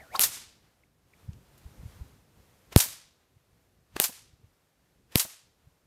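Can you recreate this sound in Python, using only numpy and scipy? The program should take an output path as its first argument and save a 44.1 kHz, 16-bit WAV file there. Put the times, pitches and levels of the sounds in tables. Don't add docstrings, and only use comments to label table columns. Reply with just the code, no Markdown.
import sys
import numpy as np
from scipy import signal
from scipy.fft import rfft, irfft, next_fast_len
from scipy.io import wavfile
from scipy.ndimage import map_coordinates

SR = 44100
rng = np.random.default_rng(int(sys.argv[2]) if len(sys.argv) > 2 else 0)


def generate_wav(sig):
    pcm = np.round(np.clip(np.atleast_2d(sig).T, -1, 1) * 32767).astype(np.int16)
    wavfile.write(sys.argv[1], SR, pcm)


N = 258801

# (time [s], shock level [dB], shock length [ms], treble ring level [dB], lawn echo level [dB],
# wall echo level [dB], wall decay t60 [s], trees' echo level [dB])
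CRACKS = [(0.1946, -5.5, 0.12, -5.5, -20.5, -18.5, .15, -39), (2.762, 0.5, 0.166, -2, -24, -20, 0.22, -43),
          (4.0002, 2, 0.22, 2.8, -28, -22.5, 0.15, -49.5), (5.157, 2.8, 0.16, -0.2, -28, -22.5, .17, -48.5)]
# (frequency [Hz], relative density [dB per Hz])
LAWN_COLOUR = [(100, -38), (300, -22), (800, -8.5), (1600, -10), (4000, -7), (7000, -1.5), (12000, 0.5),
               (16000, -4.5)]
# (frequency [Hz], relative density [dB per Hz])
WALL_COLOUR = [(100, -38.5), (300, -24), (700, -6), (1600, -6), (3500, -3), (6000, 0.5), (12500, 1),
               (16000, -4)]


def amp(db):
    return 10 ** (np.asarray(db) / 20)


def unit(x):
    return x / np.sqrt(np.mean(x ** 2) + 1e-20)


def clock(origin_s=0):
    return np.arange(N) / SR - origin_s


def along(points, hz):
    point_hz, values = np.transpose(points)
    return np.interp(np.log(hz + 1), np.log(point_hz + 1), values)


def curves(rows):
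    times, *columns = np.transpose(rows)
    return [np.interp(clock(), times, column) for column in columns]


def fade(t, t60):
    return np.exp(-np.log(1000) * np.maximum(t, 0) / t60)


def swell(t, rise, fall):
    return np.exp(np.minimum(t / rise, -t / fall))


def filtered(x, response):
    size = next_fast_len(len(x) + 8192)
    spectrum = rfft(x, size) * response(np.fft.rfftfreq(size, 1 / SR))
    return irfft(spectrum, size)[:len(x)]


def noise(colour, size=N):
    return unit(filtered(rng.standard_normal(size), lambda hz: amp(along(colour, hz))))


def air(corner_hz, size, order=1):
    def response(hz):
        bass_cut = hz / np.hypot(hz, 250)
        return bass_cut / np.hypot(hz / corner_hz, 1) ** order

    return unit(filtered(rng.standard_normal(size), response))


def wobble(rate):
    knots = rng.standard_normal(int(N * rate / SR) + 4)
    return map_coordinates(knots, [clock() * rate])


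def ping(t, hz, t60):
    return np.cos(2 * np.pi * hz * t) * fade(t, t60)


def n_wave(ms):
    samples = SR * ms / 1000
    u = (np.arange(SR // 100) - 1) / samples
    front = np.clip(u * samples + 1, 0, 1)
    rear = np.clip((1 - u) * samples + 1, 0, 1)
    return (1 - 2 * u) * front * rear / (1 + 1 / samples)


def crackle(colour, share):
    sparks = rng.standard_normal(SR) * (rng.random(SR) < 900 / SR)
    share = np.clip(share, 0, 1)
    mix = np.sqrt(share) * unit(sparks) + np.sqrt(1 - share) * rng.standard_normal(SR)
    return unit(filtered(mix, lambda hz: amp(along(colour, hz))))


def slap(t60, corner_hz):
    t = np.arange(SR) / SR
    return (1 - fade(t, t60 / 4)) * fade(t, t60) * air(corner_hz, size=SR, order=2)


def whistle(pitch, top_db, db_per_octave, far_db, stop_t60, width_hz, spread):
    pass_s, half_s = .152, .02
    hz, = curves(pitch)
    away = 1 - 1 / (1 + (clock(pass_s) / half_s) ** 2)
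    db = top_db + db_per_octave * np.log2(hz / hz.max()) + far_db * away
    phase = 2 * np.pi * np.cumsum(hz * (1 + spread * wobble(rate=700))) / SR
    stop = fade(clock(pitch[-1][0]), stop_t60)
    return amp(db + 1.5 * wobble(width_hz)) * stop * unit(np.sin(phase))


def add(track, s, x):
    start = max(round(s * SR), 0)
    part = x[:max(N - start, 0)]
    track[start:start + len(part)] += part


def breeze():
    # (time [s], level [dB])
    strength = [(0, -65.5), (0.9, -78.5), (1.05, -76), (1.2, -70), (1.5, -69), (1.9, -65), (2.1, -67),
                (2.28, -72.5), (2.52, -69.5), (3.3, -78), (3.55, -76.5), (4.6, -77), (5.87, -76.5)]
    # (frequency [Hz], relative density [dB per Hz])
    hiss_colour = [(150, -34.5), (250, -6), (367, -6.5), (421, -5.5), (460, -3.5), (3170, -14.5),
                   (12300, -19.5), (15200, -21.5), (16000, -28)]
    # (frequency [Hz], relative density [dB per Hz])
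    rumble_colour = [(12, -39), (20, -9.5), (22, -15.5), (60, 2), (151, -1.5), (226, -7.5), (500, -15),
                     (650, -38.5), (1100, -120)]
    hiss_db, rumble_db = 4, 6
    strength_db, = curves(strength)
    hiss = amp(hiss_db + 0.75 * wobble(rate=8.3)) * noise(hiss_colour)
    rumble = amp(rumble_db + 3.2 * wobble(rate=15)) * noise(rumble_colour)
    return amp(strength_db) * (hiss + rumble)


def thuds():
    # (time [s], level [dB], frequency [Hz])
    puffs = [(1.294, -28, 111.5), (1.332, -41, 70), (1.663, -36, 65), (1.799, -40.5, 65), (1.835, -39, 130),
             (1.860, -31.5, 93), (2.017, -31, 65), (3.371, -50.5, 94.9), (3.961, -39.5, 108),
             (4.338, -48.5, 100.3), (4.445, -47, 90.6), (5.675, -48, 99)]
    # (frequency [Hz], relative density [dB per Hz])
    eddy_colour = [(25, -19.5), (70, 1), (140, -4), (300, -26.5), (900, -69), (2000, -120)]
    half_cycles = 0.55
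    eddy_db, eddy_s = -17, 0.034
    out = np.zeros(N)
    t = np.arange(SR // 2) / SR - .25
    for s, db, hz in puffs:
        push = -np.sin(2 * np.pi * hz * t) * np.exp(-(hz * t / half_cycles) ** 2)
        eddies = amp(eddy_db) * swell(t, eddy_s, eddy_s) * noise(eddy_colour, size=len(t))
        add(out, s + t[0], amp(db) * (push + eddies))
    return out


def ticks():
    # (time [s], level [dB], centre frequency [Hz], relative width [1], decay t60 [s])
    tick_rows = [(.836, -57.5, 2300, .13, 0.02), (1.136, -53, 2280, .13, 0.022),
                 (1.332, -54, 5400, .5, 0.018), (1.578, -57, 10140, 0.69, 0.06)]
    out = np.zeros(N)
    t = np.arange(SR // 5) / SR - .02
    for s, db, centre_hz, width, t60 in tick_rows:
        burst = (t >= 0) * fade(t, t60)
        ring = filtered(burst * rng.standard_normal(len(t)),
                        lambda hz: 1 / (1 + ((hz / centre_hz - 1) / width) ** 4))
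        add(out, s + t[0], amp(db) * ring * np.linalg.norm(burst) / np.linalg.norm(ring))
    return out


def far_echoes():
    # (delay [s], level over the trees' echo [dB], decay t60 [s], corner frequency [Hz])
    slap_rows = [(.1225, -0.5, .027, 8000), (.175, -2, 0.037, 7000), (.425, -25, .4, 3600)]
    thump_delay_s, thump_db, thump_t60_s, thump_corner_hz = .092, -39, .045, 620
    full_shock_ms = .17
    out = np.zeros(N)
    for s, shock_db, ms, *_, trees_db in CRACKS:
        bass = amp(thump_db) * min(amp(shock_db) * (ms / full_shock_ms) ** 2, 1)
        add(out, s + thump_delay_s, bass * slap(thump_t60_s, thump_corner_hz))
        for delay, db, t60, corner_hz in slap_rows:
            add(out, s + delay, amp(trees_db + db) * slap(t60, corner_hz))
    return out


def scatter():
    # (frequency [Hz], relative density [dB per Hz])
    foliage_colour = [(100, -13.5), (400, -13), (1000, -5.5), (2500, -1.5), (5000, 0.5), (9000, 1),
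                      (13000, -4.5), (16000, -18)]
    # (frequency [Hz], decay t60 [s])
    trees_decay = [(200, 0.51), (1500, 0.5), (4500, 0.55), (9000, 0.37), (15000, 0.26)]
    trees_delay_s = 0.15
    out = np.zeros(N)
    t = np.arange(SR) / SR
    for s, _, _, _, lawn_db, wall_db, wall_t60, trees_db in CRACKS:
        lumps = amp(2 * wobble(rate=400)[:SR])
        lawn = amp(lawn_db) * np.minimum(t / 0.016, 1) ** 1.3 * fade(t - .034, .1)
        wall = amp(wall_db) * fade(.042 - t, 0.026) * fade(t - .042, wall_t60)
        lawn_spray = lawn * lumps * crackle(LAWN_COLOUR, share=.25)
        wall_spray = wall * np.sqrt(lumps) * crackle(WALL_COLOUR, share=0.099)
        add(out, s, lawn_spray + wall_spray)
        hz, late, bins = signal.stft(crackle(foliage_colour, share=0.11), SR, nperseg=256)
        decay = fade(late - trees_delay_s, along(trees_decay, hz)[:, None])
        tail = signal.istft(bins * decay, SR, nperseg=256)[1][:SR]
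        onset = np.minimum(t / trees_delay_s, 1) ** 1.4
        add(out, s, amp(trees_db) * onset * amp(.8 * wobble(rate=150)[:SR]) * tail)
    return out


def sharp_echoes():
    # (delay [s], level over the lawn echo [dB])
    near_things = [(.0102, 11), (.0172, 18), (.0234, 19), (.029, 13.5)]
    # (delay [s], level [dB])
    wall_faces = [(0.04, -3.5), (.0430, -4), (.0475, -12)]
    out = np.zeros(N)
    t = np.arange(SR // 100) / SR
    glint = np.diff(ping(t, hz=9800, t60=0.00041), prepend=0) / np.sqrt(2)
    for s, _, _, _, lawn_db, *_ in CRACKS:
        for delay, db in near_things:
            spray = amp(-11.5) * fade(t, 0.0062) * noise(LAWN_COLOUR, size=len(t))
            add(out, s + delay, amp(lawn_db + db) * (glint + spray))
        for delay, db in wall_faces:
            spray = amp(-17) * fade(t, 0.0075) * noise(WALL_COLOUR, size=len(t))
            add(out, s + delay, amp(db) * (n_wave(ms=.08) + spray))
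    return out


def first_swing():
    # (time [s], frequency [Hz])
    cord_pitch = [(0, 755), (.045, 680), (.09, 400), (.135, 740), (.145, 850), (.153, 1230), (.166, 980),
                  (.19, 780)]
    # (time [s], frequency [Hz])
    tip_pitch = [(0, 2150), (.06, 1330), (.1, 1450), (.135, 2460), (.147, 2100), (.155, 3470), (.164, 4870)]
    cord = whistle(cord_pitch, top_db=-26, db_per_octave=20, far_db=-17,
                   stop_t60=.02, width_hz=230, spread=.16)
    tip = whistle(tip_pitch, top_db=-31.5, db_per_octave=16, far_db=-3,
                  stop_t60=0.011, width_hz=300, spread=.06)
    return cord + tip


def swishes():
    # (loop level [dB], loop swell and fade time constant [s],
    # loop corner frequency [Hz], wake level [dB], whole cord level [dB])
    throws = [(-38, .013, 7000, -60, -53), (-40.5, .006, 1600, -50, -54), (-25, .002, 810, -44.5, -47),
              (-58, .004, 5000, -54, -54)]
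    loop_lead_s = .0338
    out = np.zeros(N)
    t = np.arange(SR // 2) / SR - .19
    size = len(t)
    for (s, *_), (loop_db, loop_s, loop_hz, wake_db, arm_db) in zip(CRACKS, throws):
        arm = amp(arm_db) * swell(t, rise=.026, fall=.02) * air(2200, size)
        loop = amp(loop_db) * swell(t + loop_lead_s, loop_s, loop_s) * air(loop_hz, size)
        wake = amp(wake_db) * swell(t + loop_lead_s, rise=.006, fall=.028) * air(3000, size)
        tip = amp(-35) * swell(t, rise=.0035, fall=0.0052) * air(2600, size)
        add(out, s + t[0], arm + loop + wake + tip)
    return out


def cracks():
    # (frequency [Hz], relative level [dB], decay t60 [s])
    port_modes = [(10500, 0, .0009), (12500, 1.5, .0011)]
    # (time [s], level [dB], frequency [Hz], decay t60 [s])
    overload_swings = [(2.76218, 3.6, 91, .033), (4.00039, -2, 460, .0022), (5.15719, -4.5, 111, .018)]
    # (frequency [Hz], relative density [dB per Hz])
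    sizzle_colour = [(100, -7.5), (800, -3.5), (3000, 1), (7000, -4.5), (12500, 2), (16000, -6.5)]
    second_delay_s, second_db, second_ms = .0003, -8, .048
    out = np.zeros(N)
    t = np.arange(SR // 4) / SR
    port = sum(amp(db) * ping(t, hz, t60) for hz, db, t60 in port_modes)
    for s, db, ms, ring_db, *_ in CRACKS:
        add(out, s, amp(db) * n_wave(ms))
        add(out, s, amp(ring_db) * port)
        add(out, s + second_delay_s, amp(db + second_db) * n_wave(second_ms))
        add(out, s, amp(-19.0) * fade(t, 0.012) * noise(sizzle_colour, size=len(t)))
        add(out, s + 0.0048, amp(-17.5) * ping(t, hz=503, t60=.002))
    for s, db, hz, t60 in overload_swings:
        add(out, s, amp(db) * np.cos(2 * np.pi * hz * t + np.pi / 6) * fade(t, t60))
    return out


def scene():
    whip = first_swing() + swishes() + cracks()
    echoes = sharp_echoes() + scatter() + far_echoes()
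    mono = whip + echoes + breeze() + thuds() + ticks()
    return np.array([mono, mono])


def record(dry):
    # (frequency [Hz], gain [dB])
    mic_response = [(6000, -0.5), (10000, -1), (13500, 1), (15000, -3.5), (16700, -15.5)]
    top_hz = 15900

    def response(hz):
        return amp(along(mic_response, hz)) / (1 + (hz / top_hz) ** 90)

    clipped = np.clip(dry, -1.05, 1.05)
    return np.array([filtered(channel, response) for channel in clipped])


dry = scene()
out = record(dry)
generate_wav(out)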